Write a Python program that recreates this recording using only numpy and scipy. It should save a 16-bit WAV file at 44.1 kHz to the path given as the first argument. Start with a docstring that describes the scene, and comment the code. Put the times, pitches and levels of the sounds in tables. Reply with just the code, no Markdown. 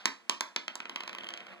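"""A small hard die clacks onto a wooden table in a quiet room: four big bounces, then it tumbles in
ever quicker, softer taps and rattles to rest. Each contact is a sharp tick with a near reflection,
a knock of the table top and a spray of sound thrown about by things on the table. Light touches
between the taps keep the wood humming, and a short room tail follows it all.
The treble of the right side is delayed to widen the stereo image."""
import sys
import numpy as np
from scipy import signal
from scipy.fft import rfft, irfft
from scipy.io import wavfile

SR = 44100
rng = np.random.default_rng(int(sys.argv[2]) if len(sys.argv) > 2 else 0)


def wav_out(sig):
    """Save sig, one row per channel (or a flat mono array), as 16-bit PCM at SR to the path in sys.argv[1]."""
    wavfile.write(sys.argv[1], SR, np.round(np.clip(np.atleast_2d(sig).T, -1, 1) * 32767).astype(np.int16))


N = 70560


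def from_db(db):
    return 10 ** (np.asarray(db) / 20)


def at_hz(points, hz, column=1):
    """Read a column of a table on a log-frequency axis."""
    rows = np.array(points)
    return np.interp(np.log(np.maximum(hz, 1)), np.log(rows[:, 0]), rows[:, column])


def butter(x, hz, kind="low", order=2):
    """Causal Butterworth filter."""
    sections = signal.butter(order, np.clip(hz, 10, .45 * SR), kind, fs=SR, output="sos")
    return signal.sosfilt(sections, x + 1e-18)


def colour(x, eq):
    """Minimum-phase EQ through (freq_hz, gain_db) points: nothing rings ahead of an attack."""
    size = 4096
    cepstrum = irfft(np.log(from_db(at_hz(eq, np.fft.rfftfreq(size, 1 / SR)))))
    cepstrum[1:size // 2] *= 2
    cepstrum[size // 2 + 1:] = 0
    return signal.fftconvolve(x, irfft(np.exp(rfft(cepstrum))))[:len(x)]


def delay(x, seconds):
    """Shift later by whole samples."""
    return np.concatenate([np.zeros(round(seconds * SR)), x])[:len(x)]


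def noise(eq):
    """Coloured noise of rms 1."""
    x = colour(rng.standard_normal(N), eq)
    return x / x.std()


def even_burst(envelope):
    """A noise burst of unit energy, its spectrum evened out so that no tone sticks out."""
    burst = rng.standard_normal(len(envelope)) * envelope
    flat = irfft(np.exp(1j * np.angle(rfft(burst))), len(burst))
    burst = flat * np.sqrt(envelope)
    return burst / np.linalg.norm(burst)


def ring(modes, t, spread_db=1.5):
    """Decaying modes of alternating polarity, each with a fresh strength."""
    hz, db, t60 = np.array(modes).T[:, :, None]
    sign = (-1) ** np.arange(len(hz))[:, None]
    envelope = from_db(db + spread_db * rng.standard_normal(db.shape) - 60 * t / t60)
    return (sign * envelope * np.sin(2 * np.pi * hz * t)).sum(0)


def background(floor_db=-67.5, throw_db=-51, throw_t60_s=0.57):
    """Quiet room tone, with the last of the throw dying away in it."""
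    # room tone spectrum: freq_hz, gain_db
    floor_eq = [(25, -25), (100, -46), (200, 7), (400, -10), (1000, 0), (2500, -8), (6000, -10),
                (15000, -11.5)]
    # spectrum of the dying throw: freq_hz, gain_db
    throw_eq = [(100, -5), (250, -24), (600, -6), (1300, -3), (2400, -4.5), (5000, -10.5), (9000, -32),
                (16000, -27)]
    room_tone = from_db(floor_db) * np.array([noise(floor_eq), noise(floor_eq)])
    fade_db = -60 * np.arange(N) / SR / throw_t60_s
    return room_tone + from_db(throw_db + fade_db) * noise(throw_eq)


def room(x, wet_db=-10, predelay_s=0.0052, build_s=0.0012):
    """The room's diffuse stereo tail, lingering longest in the bass."""
    # reverb bands: freq_hz, level_db, t60_s, left_right_likeness (0-1)
    bands = [(80, 7, 0.4, .4), (135, -11, 0.57, 0), (270, 7.5, 0.14, 0), (480, 4.5, 0.26, 0),
             (1100, 1.5, 0.31, 1), (1680, .5, 0.26, 0.53), (2440, 0, 0.23, 0.96), (3490, -3, 0.28, 1),
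             (4700, -4.5, 0.29, 0.9), (8040, -13, 0.28, 0.7), (11000, -13.5, 0.31, 1),
             (14000, -1.5, 0.18, 1)]
    t, tail = np.arange(SR * 2 // 3) / SR, 0
    edges_hz = np.geomspace(60, 17000, 17)
    for low, high in zip(edges_hz, edges_hz[1:]):
        hz = np.sqrt(low * high)
        envelope = from_db(at_hz(bands, hz) - 60 * t / at_hz(bands, hz, column=2))
        alike = np.clip(at_hz(bands, hz, column=3), 0, 1)
        mid, side = butter(rng.standard_normal((2, len(t))), [low, high], "band")
        stereo = np.sqrt(1 + alike) * mid + np.sqrt(1 - alike) * side * [[1], [-1]]
        tail = tail + stereo * envelope
    responses = [delay(channel * (1 - np.exp(-t / build_s)), predelay_s) for channel in tail]
    wet = np.array([signal.fftconvolve(x, ir / np.linalg.norm(ir))[:N] for ir in responses])
    return from_db(wet_db) * wet


def rolling(touches_per_s=2000):
    """Many light touches of the edges as the die tumbles and rocks to rest; they keep the table humming."""
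    # level ride of the touches: time_s, level_db
    ride = [(.599, -48.5), (.748, -41.5), (.9, -38.5), (1.1, -34.5), (1.3, -33.5), (1.42, -33.5),
            (1.454, -40), (1.476, -34), (1.532, -32), (1.56, -39.5), (1.6, -39)]
    # tone of the rolling: freq_hz, gain_db
    roll_eq = [(50, -17), (120, 7), (200, 1.5), (340, -10), (450, 2), (650, 5), (900, 0.5), (1400, 3.5),
               (2400, 5.5), (3500, -6.5), (6000, -18), (10000, -23.5), (16000, -17)]
    # long mode of the table: pitch_hz, level_db, t60_s
    hum_mode = [(352.3, -47, 0.28)]
    level = from_db(np.interp(np.arange(N) / SR, *np.transpose(ride)))
    touches = (rng.random(N) < touches_per_s / SR) * rng.choice([-1, 1], N) * level
    hum = signal.fftconvolve(touches, ring(hum_mode, np.arange(SR // 2) / SR))[:N]
    return colour(touches, roll_eq) + hum


def wood(t, knock_db, clack_db, rattle_db):
    """The wood's answer to a hit: a hard clack, a pitched rattle and the knock of the table top."""
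    # clack of die on wood: pitch_hz, level_db, t60_s
    clack_modes = [(2520, -19, .013), (7200, -27, .0013)]
    # pitched ring, strongest as the die rocks to rest: pitch_hz, level_db, t60_s
    rattle_modes = [(2170, -32.5, 0.022), (3215, -19.5, 0.016)]
    # table top: pitch_hz, level_db, t60_s
    table_modes = [(220, -57, 0.036), (262, -49.5, 0.022), (275, -53, 0.23), (341.8, -54.5, 0.16),
                   (515, -38.5, 0.021), (680, -36, 0.015), (960, -29, 0.016), (1163, -37, 0.021),
                   (1270, -39.5, 0.027), (1664, -27, 0.02), (1700, -37, 0.022), (1920, -37, 0.016)]
    clack = from_db(clack_db) * ring(clack_modes, t)
    rattle = from_db(rattle_db) * ring(rattle_modes, t)
    knock = from_db(knock_db) * ring(table_modes, t)
    return clack + rattle + knock


def contact(lowpass_hz, knock_db, snap_db, spot_hz, spot_db, clack_db, rattle_db):
    """One hit: tick and ringing wood, dulled by the softness of the contact, plus a sharp edge's snap."""
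    # spectrum of the tick: freq_hz, gain_db
    tick_eq = [(60, -21.5), (250, 0), (430, -4), (650, -4.5), (1500, -0.5), (2500, -3.5), (4000, 5),
               (7000, 8.5), (10000, -3), (16000, -2.5)]
    scatter_t60_s, scatter_build_s = .016, .0013
    spot_cycles = 1.98  # until the struck spot's ring has died to 1/e
    t = np.arange(SR // 8) / SR
    click = signal.unit_impulse(len(t))
    tick = colour(click, tick_eq)
    reflection = from_db(-10) * delay(butter(tick, hz=3700, order=1), seconds=.002)
    # things on the table throw the sound about
    spray = even_burst(from_db(-60 * t / scatter_t60_s) * (1 - np.exp(-t / scatter_build_s)))
    scatter = from_db(2.5) * butter(spray, hz=(830, 6800), kind="band")
    damping = spot_hz / spot_cycles
    spot = from_db(spot_db) * 2 * damping / SR * np.exp(-damping * t) * np.cos(2 * np.pi * spot_hz * t)
    body = delay(wood(t, knock_db, clack_db, rattle_db), seconds=0.00043)
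    snap = from_db(snap_db) * butter(click + from_db(4.5) * spray, hz=8000, kind="high")
    return butter(tick + spot + reflection + scatter + body, lowpass_hz) - snap


def bounces(places=4):
    """The die's distinct hits, dealt in turn to one track for each place on the table."""
    # contacts of the die; the later levels are relative to level_db:
    # start_s, level_db, lowpass_hz, knock_db, snap_db, spot_hz, spot_db, clack_db, rattle_db
    hits = [(0.0564, 0.5, 8400, 0, -12, 1750, 12.5, 0.5, -5.5),
            (.296, -1, 9900, -1, -15, 980, 8.5, 1, -5.5), (.4083, -5, 9700, 1, -9, 990, 11, 0, -14),
            (0.5621, -2, 5000, 3, -20, 4600, -2, 0, -26), (0.6804, -9, 3850, -3.5, -19, 1670, 9.5, 1, 2.5),
            (.755, -17.5, 10300, 8, -8, 7600, 12, -22, -20), (.8029, -10, 2620, -5, -27, 1620, 3, 3, -10),
            (.855, -16, 2610, 7, -38, 1560, 9, 3, 0), (.8955, -12.5, 3480, 3, -14.5, 1020, 6.5, 0, -4.5),
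            (0.9597, -8.5, 3840, -2.5, -15, 1080, 3, -0.5, 0.5),
            (1.0059, -12, 3220, -9, -17, 1010, -3, 0, 2.5),
            (1.0354, -14, 3220, -12, -17, 1040, 5.5, 3.5, -15),
            (1.0773, -13, 4030, -1, -13.5, 1020, 1, -2.5, -22),
            (1.0938, -15.5, 3620, -8, -19, 1430, 2.5, 3.5, -11),
            (1.13, -17.5, 3070, -24, -16, 1620, 9, 4.5, -2), (1.1493, -16, 3060, 1, -13, 1060, 6, 0, 0),
            (1.185, -12.5, 2500, -6, -18.5, 3430, 12, -3, -1),
            (1.208, -25.5, 2780, -18, -15, 3400, 18, 10, 9),
            (1.235, -21.5, 2760, 7, -32, 3330, 16.5, -7, 6),
            (1.2433, -22.5, 3100, -15, -11, 3160, 16.5, 4, 6),
            (1.2685, -21, 2900, -24, -15, 3400, 14, 6, 7.5), (1.2882, -17, 4400, -7, -11, 3070, -12, -2, 6),
            (1.305, -18, 3200, -19, -20, 3330, 8.5, -12, -4),
            (1.338, -19, 5550, -25, -13.5, 3200, 10, 1, 5), (1.375, -20, 4500, -5, -14, 3270, 4.5, 2, -1),
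            (1.4042, -24, 3000, -1, -30, 2005, 6, 7.5, 1), (1.4676, -25, 3620, -5, -15, 1390, 14, 7, 0)]
    tracks = np.zeros((places, N + SR))
    for place, track in enumerate(tracks):
        for start_s, level_db, *timbre in hits[place::places]:
            hit = from_db(level_db) * contact(*timbre)
            start = int(start_s * SR)
            track[start:start + len(hit)] += hit
    return tracks[:, :N]


def scene():
    """Die and table up close; the die travels, so each track stirs the room with a tail of its own."""
    tracks = [*bounces(), rolling()]
    return sum(track + room(track) for track in tracks) + background()


def record(dry, widen_s=.000363, widen_above_hz=1378, cutoff_hz=17400):
    """Microphone colour and balance; the right side's treble is delayed for width; the top is cut."""
    # microphone colour: freq_hz, gain_db
    mic_eq = [(30, -16), (100, -12.5), (150, -14.5), (200, 2), (1800, 0.5), (2450, 0), (3000, 3),
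              (8000, -4), (9800, -5.5), (11000, -15), (12200, -10.5), (14200, -12.5), (16000, -18)]
    # stereo balance: freq_hz, left_minus_right_db
    balance = [(60, -12.5), (200, 13.5), (450, 0.5), (1200, -4), (2200, -2), (5500, -3), (15000, -3)]
    left = colour(colour(dry[0], mic_eq), [(hz, db / 2) for hz, db in balance])
    right = colour(colour(dry[1], mic_eq), [(hz, -db / 2) for hz, db in balance])
    above_hz = np.maximum(np.fft.rfftfreq(2 * N, 1 / SR) - widen_above_hz, 0)
    right = irfft(rfft(right, 2 * N) * np.exp(-2j * np.pi * above_hz * widen_s))[:N]
    high_cut = signal.cheby2(14, 70, cutoff_hz, fs=SR, output="sos")
    return signal.sosfilt(high_cut, [left, right])


dry = scene()
out = record(dry)
wav_out(out)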